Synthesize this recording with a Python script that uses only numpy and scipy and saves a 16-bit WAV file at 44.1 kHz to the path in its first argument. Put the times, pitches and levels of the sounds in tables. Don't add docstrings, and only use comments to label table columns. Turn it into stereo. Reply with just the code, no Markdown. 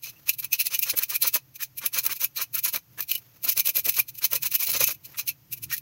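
import sys
import numpy as np
from scipy import signal
from scipy.fft import rfft, irfft
from scipy.io import wavfile

SR = 44100
rng = np.random.default_rng(int(sys.argv[2]) if len(sys.argv) > 2 else 0)


def store_pcm(level_fs):
    pcm = np.round(np.clip(level_fs, -1, 1) * 32767).astype(np.int16)
    wavfile.write(sys.argv[1], SR, np.atleast_2d(pcm).T)


N = 256220
TIME_S = np.arange(N) / SR
FREQS_HZ = np.maximum(np.arange(N // 2 + 1) * SR / N, 1)

# (time [s], level before gain [dB])
DRONE_CONTOUR = [(0, -64), (2.9, -64.5), (3.15, -61.5), (3.5, -62), (4.65, -61), (4.78, -55.5), (5.02, -61),
                 (5.81, -55)]
# (frequency [Hz], relative density [dB])
DRONE_SPECTRUM = [(20, -30), (45, -16.5), (100, -5.5), (121, 3.5), (160, -7), (235, -21), (305, -13.5),
                  (450, -34.5), (1000, -40.5)]
HISS_SPECTRUM = [(300, 3), (1700, -1), (2600, 0), (3800, -3), (6400, 1.5), (8600, -15), (13000, 7),
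                 (15700, 5)]
# (start [s], length [s], catch skid [dB], leave skid [dB], slide [dB],
# tear [dB], deep bite [dB])
STROKES = [(0.04, 0.057, -28, -34.5, -39, -52.5, -61), (0.27, 0.025, -42, -16, -35, -44, -62),
           (0.43, 0.018, -35, -32, -38.0, -45, -62.5), (0.535, 0.016, -16.5, -33, -27.5, -53, -71),
           (0.604, 0.0098, -13.5, -20.5, -25.5, -47, -73), (0.659, 0.013, -23, -29, -30.5, -56.0, -54),
           (0.709, 0.039, -54, -15, -28.5, -40.5, -52.5), (0.852, 0.052, -56, -15.0, -31, -40, -53),
           (0.978, 0.015, -14.5, -41.5, -48.0, -37.5, -46.5), (0.998, 0.035, -54, -16.5, -36, -38.5, -62),
           (1.104, 0.051, -18, -16, -32.0, -36, -48.5), (1.227, 0.051, -12.5, -12, -27, -33.5, -43.0),
           (1.348, 0.015, -11, -22, -25.5, -31, -40.5), (1.607, 0.025, -33.5, -19, -34, -34.5, -71),
           (1.82, 0.044, -38, -17.5, -36.5, -34.5, -49.5), (1.943, 0.048, -22.5, -16, -27.5, -32, -43.5),
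           (2.042, 0.036, -24, -41, -42, -36.5, -46.5), (2.099, 0.023, -33, -19.5, -28.5, -33, -46),
           (2.211, 0.032, -23, -15.5, -29.5, -35.5, -49.5), (2.373, 0.052, -22, -17.0, -33, -34, -51),
           (2.55, 0.036, -20.5, -18.5, -38, -36, -68.5), (2.65, 0.037, -13.5, -19.0, -30.5, -35.5, -55),
           (2.74, 0.028, -22, -41, -31, -33.5, -42.5), (2.991, 0.0059, -30.5, -38, -45, -33, -44.5),
           (3.094, 0.02, -25, -24.5, -36.5, -67, -73), (3.134, 0.017, -28, -29.5, -36.5, -64, -71),
           (3.443, 0.0071, -23, -19, -35, -47.0, -48), (3.471, 0.023, -43, -12, -27, -36, -44.5),
           (3.571, 0.029, -21, -11.5, -28.5, -37.5, -42), (3.663, 0.03, -15, -15.0, -32, -40, -44),
           (3.758, 0.034, -18, -16, -31, -39.5, -42.5), (3.858, 0.035, -15.5, -11.5, -31.5, -38.0, -39),
           (3.97, 0.027, -18.5, -12, -27, -35, -42.5), (4.223, 0.027, -35, -12, -28.5, -35.5, -49.5),
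           (4.319, 0.042, -24, -14, -33.5, -34.5, -41), (4.433, 0.032, -18, -14.5, -32, -37.5, -58),
           (4.521, 0.031, -21.5, -11.5, -32, -42.5, -60.5), (4.605, 0.03, -17.5, -14.5, -30.0, -39.5, -52),
           (4.673, 0.028, -17, -16, -32, -40, -45.5), (4.736, 0.034, -21, -18.5, -26, -32.5, -40.5),
           (4.8, 0.033, -32, -28, -23, -30, -36), (4.878, 0.032, -15, -23, -29, -35, -43),
           (5.185, 0.012, -24.5, -19.5, -28.5, -45, -52), (5.282, 0.01, -21.5, -20, -29.5, -62, -62),
           (5.704, 0.034, -40, -19, -33, -34, -74)]
# (peak time [s], level [dB])
FLICKS = [(0.338, -28), (0.396, -26.5), (0.833, -14), (1.56, -33), (1.785, -24.5), (2.165, -26),
          (2.783, -37), (3.028, -26), (3.184, -34.5), (3.522, -17.5), (3.923, -27.5), (3.947, -23.5),
          (4.092, -28.5), (4.156, -36), (4.187, -28), (4.947, -37.5), (5.055, -30), (5.532, -21),
          (5.578, -35.0), (5.639, -23.5)]
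# (time [s], level [dB])
PIVOT_CLICKS = [(0.293, -9.5), (0.398, -25), (0.4452, -17), (0.5303, -12.5), (0.668, -12.5), (0.7921, -14),
                (0.831, -29), (0.9881, -9.5), (1.035, -14.5), (1.16, -13), (1.3416, -12.5), (1.8617, -10.5),
                (1.986, -13.5), (2.053, -17), (2.0645, -9.5), (2.216, -20), (2.5554, -19), (2.5913, -19),
                (2.7605, -17), (3.0061, -16), (3.1156, -11), (3.1537, -16.0), (3.5763, -10), (3.6721, -10),
                (3.6943, -14.5), (3.7684, -12), (3.998, -25), (4.2434, -10), (4.2538, -15.5),
                (4.3322, -10.5), (4.6484, -20), (4.7168, -15), (4.806, -11), (4.841, -7), (4.9197, -23.5),
                (5.276, -26), (5.767, -25), (5.78, -22)]
# (frequency [Hz], width [Hz], level over friction noise [dB])
PEELER_MODES = [(2416, 114, 7.5), (2580, 34, 6), (2930, 38, 4), (4160, 400, 6), (6167, 147, 7.5),
                (6756, 215, 4.5), (11070, 225, 7.5), (12790, 500, 3), (16280, 870, 10.5)]
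# (frequency [Hz], relative density [dB])
RASP_SPECTRUM = [(4500, -43), (7500, -11.5), (9200, -16), (10400, -11), (11800, -3.5), (12800, 0),
                 (14300, -1.5), (15700, -2.5)]
RING_SPECTRUM = [(1000, -18.5), (1800, -10), (2300, 0.5), (3400, -2.5), (4700, -0.5), (5400, 4.5),
                 (6700, 0), (7400, -12), (9500, -4.5)]
# (frequency [Hz], relative density [dB])
TEAR_SPECTRUM = [(450, -19), (800, -15.5), (970, 1.5), (1250, 2), (1800, 0.5), (2600, 0.5), (5000, -13)]
SHAVE_SPECTRUM = [(500, -18), (950, -15), (1300, 4.5), (1720, 7), (2100, 6), (2600, 6), (5000, -10.5)]
BITE_SPECTRUM = [(150, -3), (300, -3), (385, -10), (480, 2.5), (650, -0.5), (800, -7.5), (1300, -23)]
# (time [s], pat [dB], thud [dB])
PEEL_PATS = [(0.94, -40, -41), (5.149, -42, -68)]
# (peak time [s], frequency [Hz], level [dB])
CHATTERS = [(0.17, 2720, -54), (0.298, 2664, -25), (0.534, 2526, -24.5), (.535, 6220, -24.5),
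            (.605, 2655, -22), (.746, 2540, -29), (0.835, 2784, -29), (1.159, 2420, -26),
            (2.993, 1700, -36.5), (3.12, 2960, -26.5), (3.157, 2950, -29), (3.602, 2376, -22.5),
            (4.633, 2400, -25), (4.852, 6300, -27.5), (5.294, 2620, -28), (5.738, 1850, -28.5)]
# (time [s], level [dB])
RUSTLES = [(.19, -51), (2.29, -56), (2.95, -59), (3.22, -51.5), (3.37, -54.5), (5.11, -48), (5.24, -50)]
# (time [s], level [dB])
KNOCKS = [(4.806, -27.5)]
# (frequency [Hz], gain [dB], t60 [s])
KNOCK_MODES = [(530, 10.5, 0.031), (1040, -3.5, 0.08)]
# (frequency [Hz], correlation [1])
STEREO_CORRELATION = [(100, 0.94), (450, 0.19), (1000, 0.24), (2000, 0.037)]
# (frequency [Hz], left over right before normalising [dB])
STEREO_BALANCE = [(120, 12.5), (750, 4), (2500, 2), (3600, -0.5), (5400, 0), (6300, 7.5), (8200, 8),
                  (10800, 2), (12800, -7.5), (15800, 1.5)]


def from_db(db):
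    return 10 ** (np.asarray(db) / 20)


def unit_rms(x):
    return x / np.sqrt(np.mean(x ** 2) + 1e-20)


def at_freqs(points):
    hz, value = np.transpose(points)
    return np.interp(np.log(FREQS_HZ), np.log(hz), value)


def drift(rate_hz):
    knots = rng.standard_normal(N // 8)
    return unit_rms(np.interp(TIME_S * rate_hz, np.arange(len(knots)), knots))


def response(spectrum, modes=()):
    power = from_db(at_freqs(spectrum)) ** 2
    power /= 1 + (spectrum[0][0] / 2 / FREQS_HZ) ** 4
    power *= 1 + sum(from_db(db) ** 2 / (1 + (2 * (FREQS_HZ - hz) / width_hz) ** 2)
                     for hz, width_hz, db in modes)
    cepstrum = irfft(np.log(power / power.mean()), N)
    cepstrum[0] /= 2
    cepstrum[N // 2:] = 0
    return np.exp(rfft(cepstrum))


def filtered(x, gain):
    return irfft(rfft(x) * gain, N)


def resonate(x, hz, width_hz):
    radius = np.exp(-np.pi * width_hz / SR)
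    feedforward = np.array([1, 0, -1]) * (1 - radius ** 2) / 2
    feedback = [1, -2 * radius * np.cos(2 * np.pi * hz / SR), radius ** 2]
    return signal.lfilter(feedforward, feedback, x + 1e-18)


def stereo_noise():
    mid, side = rfft(rng.standard_normal((2, N)))
    alike = np.clip(at_freqs(STEREO_CORRELATION), -1, 1)
    return unit_rms(irfft(np.sqrt(1 + alike) * mid + np.sqrt(1 - alike) * side * [[1], [-1]], N))


def pulse(peak_s, half_s):
    return 1 / np.cosh(np.clip((TIME_S - peak_s) / half_s, -20, 20))


def swell(peak_s, half_s):
    return np.exp(-.5 * np.minimum(((TIME_S - peak_s) / half_s) ** 2, 20))


def decay(start_s, t60_s):
    return (TIME_S >= start_s) * from_db(-60 * np.clip((TIME_S - start_s) / t60_s, 0, 2))


def room_drone(gain_db=3.5, waver_db=2.3):
    level_db = gain_db + np.interp(TIME_S, *np.transpose(DRONE_CONTOUR)) + waver_db * drift(rate_hz=12)
    return from_db(level_db) * filtered(stereo_noise(), response(DRONE_SPECTRUM))


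def hiss(rustle, floor_db=-57):
    return filtered(np.hypot(from_db(floor_db), rustle) * stereo_noise(), response(HISS_SPECTRUM))


def friction(attack_db_per_s=1500, release_db_per_s=779, skid_ring_db=-10, slide_rasp_db=-1.3):
    slide_power = np.zeros(N)
    skids = list(FLICKS)
    for start_s, length_s, catch_db, leave_db, slide_db, _, _ in STROKES:
        near = slice(*np.searchsorted(TIME_S, [start_s - .1, start_s + length_s + .1]))
        age_s = TIME_S[near] - start_s
        fade_db = attack_db_per_s * np.maximum(-age_s, 0)
        fade_db += release_db_per_s * np.maximum(age_s - length_s, 0)
        tilt_db = 0.37 * (leave_db - catch_db)
        force_db = tilt_db * (np.clip(age_s / length_s, 0, 1) - .5)
        slide_power[near] += from_db(slide_db + force_db - fade_db) ** 2
        skids += [(start_s, catch_db), (start_s + length_s, leave_db)]
    skid_power = sum((from_db(db) * pulse(peak_s, half_s=0.0062)) ** 2 for peak_s, db in skids)
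    rasp_power = skid_power + slide_power * from_db(slide_rasp_db) ** 2
    ring_power = slide_power + skid_power * from_db(skid_ring_db) ** 2
    return rasp_power, ring_power


def stick_slip(rate_hz, rough_db):
    return unit_rms(from_db(rough_db * np.clip(drift(rate_hz), -2, 2)))


def fibre_crackle(snaps_per_s=150, burst_db=0.5, t60_s=0.0056):
    snaps = (rng.random(N) < snaps_per_s / SR) * np.minimum(rng.exponential(1, N), 2.5)
    bursts = signal.lfilter([1], [1, -from_db(-60 / (t60_s * SR))], snaps + 1e-18)
    return unit_rms(np.hypot(1, from_db(burst_db) * bursts))


def peeler(clicks, click_ring_db=-10.5):
    rasp_power, ring_power = friction()
    grip = stick_slip(rate_hz=800, rough_db=1.47) * fibre_crackle()
    rasp = np.hypot(grip * np.sqrt(rasp_power), clicks)
    ring = np.hypot(grip * np.sqrt(ring_power), from_db(click_ring_db) * clicks)
    return (filtered(rasp * stereo_noise(), response(RASP_SPECTRUM, PEELER_MODES))
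            + filtered(ring * stereo_noise(), response(RING_SPECTRUM, PEELER_MODES)))


def moving_contact(x, wander_db=3.0, rate_hz=30):
    return x + sum(resonate(x, hz, width_hz) * (from_db(wander_db * drift(rate_hz)) - 1)
                   for hz, width_hz, _ in PEELER_MODES)


def cut_timing(start_s, length_s):
    return start_s + 0.55 * length_s, 0.0074 + 0.21 * length_s


def loose_blade(x, hz=2680, width_hz=420, gain_db=-3, damping_knee_db=-38):
    buried = 0
    for start_s, length_s, _, _, _, tear_db, _ in STROKES:
        peak_s, half_s = cut_timing(start_s, length_s)
        buried += from_db(tear_db - damping_knee_db) * pulse(peak_s, 2 * half_s)
    return x + from_db(gain_db) * resonate(x / (1 + buried ** 2), hz, width_hz)


def flesh(half_shave_db=-25.5, blend_db=5.5):
    tear_power, shave_power, bite_power = np.zeros((3, N))
    cuts = [(swell(*cut_timing(start_s, length_s)), tear_db, bite_db)
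            for start_s, length_s, _, _, _, tear_db, bite_db in STROKES]
    pats = [(swell(time_s, half_s=0.0075), pat_db, thud_db) for time_s, pat_db, thud_db in PEEL_PATS]
    for envelope, tear_db, bite_db in cuts + pats:
        deep_share = .5 + .5 * np.tanh((bite_db - tear_db - half_shave_db) / blend_db)
        power = (from_db(tear_db) * envelope) ** 2
        tear_power += deep_share * power
        shave_power += (1 - deep_share) * power
        bite_power += (from_db(bite_db) * envelope) ** 2
    fibres = stick_slip(rate_hz=700, rough_db=4.0)
    layers = (tear_power, TEAR_SPECTRUM), (shave_power, SHAVE_SPECTRUM), (bite_power, BITE_SPECTRUM)
    return sum(filtered(np.sqrt(power) * fibres * stereo_noise(), response(spectrum))
               for power, spectrum in layers)


def counter_echo(x, gain=0.48, delay_s=.0028, sway=.2, rate_hz=7):
    echo = [np.interp(TIME_S - delay_s * (1 + sway * drift(rate_hz)), TIME_S, channel) for channel in x]
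    return (x + gain * np.array(echo)) / np.sqrt(1 + gain ** 2 / 2)


def kitchen_reverb(x, level_db=-22.5, t60_s=0.083):
    tail = (rng.standard_normal((2, N)) * decay(0.011, t60_s))[:, :SR // 2]
    tail /= np.sqrt(np.sum(tail ** 2, axis=1, keepdims=True))
    return from_db(level_db) * signal.fftconvolve(x, tail, axes=1)[:, :N]


def blade_chatter(waver_rad=1.26, rate_hz=220, half_s=0.0088):
    phase_rad = waver_rad * np.array([drift(rate_hz), drift(rate_hz)])
    phase_rad += rng.uniform(0, 2 * np.pi, (2, 1))
    return sum(from_db(db) * swell(peak_s, half_s) * np.sin(2 * np.pi * hz * (TIME_S - peak_s) + phase_rad)
               for peak_s, hz, db in CHATTERS)


def hand_rustle():
    shifts = sum(from_db(db) * pulse(time_s, half_s=0.038) for time_s, db in RUSTLES)
    return stick_slip(rate_hz=90, rough_db=4.0) * shifts


def pivot_click(time_s, drag_db=-9, crack_db=3, body_db=-1):
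    drag = from_db(drag_db) * (TIME_S < time_s) * pulse(time_s, half_s=0.0029)
    crack = from_db(crack_db) * decay(time_s, t60_s=0.0043)
    body = from_db(body_db) * decay(time_s, t60_s=0.037)
    return drag + crack + body


def knock(contact_s=0.0048):
    out = np.zeros(N)
    for time_s, db in KNOCKS:
        age_s = TIME_S - time_s
        press = np.clip(age_s / contact_s, 0, 1)
        for hz, mode_db, t60_s in KNOCK_MODES:
            out += from_db(db + mode_db) * press * decay(time_s, t60_s) * np.sin(2 * np.pi * hz * age_s)
    return out


def scene():
    clicks = sum(from_db(db) * pivot_click(time_s) for time_s, db in PIVOT_CLICKS)
    blade = loose_blade(moving_contact(peeler(clicks)))
    peeling = counter_echo(blade + flesh()) + blade_chatter() + knock()
    return peeling + kitchen_reverb(peeling) + room_drone() + hiss(hand_rustle())


def record(dry, cutoff_hz=15850, edge_hz=200, ceiling=.95):
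    balance = from_db(at_freqs(STEREO_BALANCE) * [[.5], [-.5]])
    balance /= np.sqrt(np.mean(balance ** 2, axis=0))
    low_pass = np.clip((cutoff_hz - FREQS_HZ) / edge_hz + .5, 0, 1)
    clipped = np.clip(filtered(dry, balance * low_pass), -ceiling, ceiling)
    return filtered(clipped, low_pass)


dry = scene()
out = record(dry)
store_pcm(out)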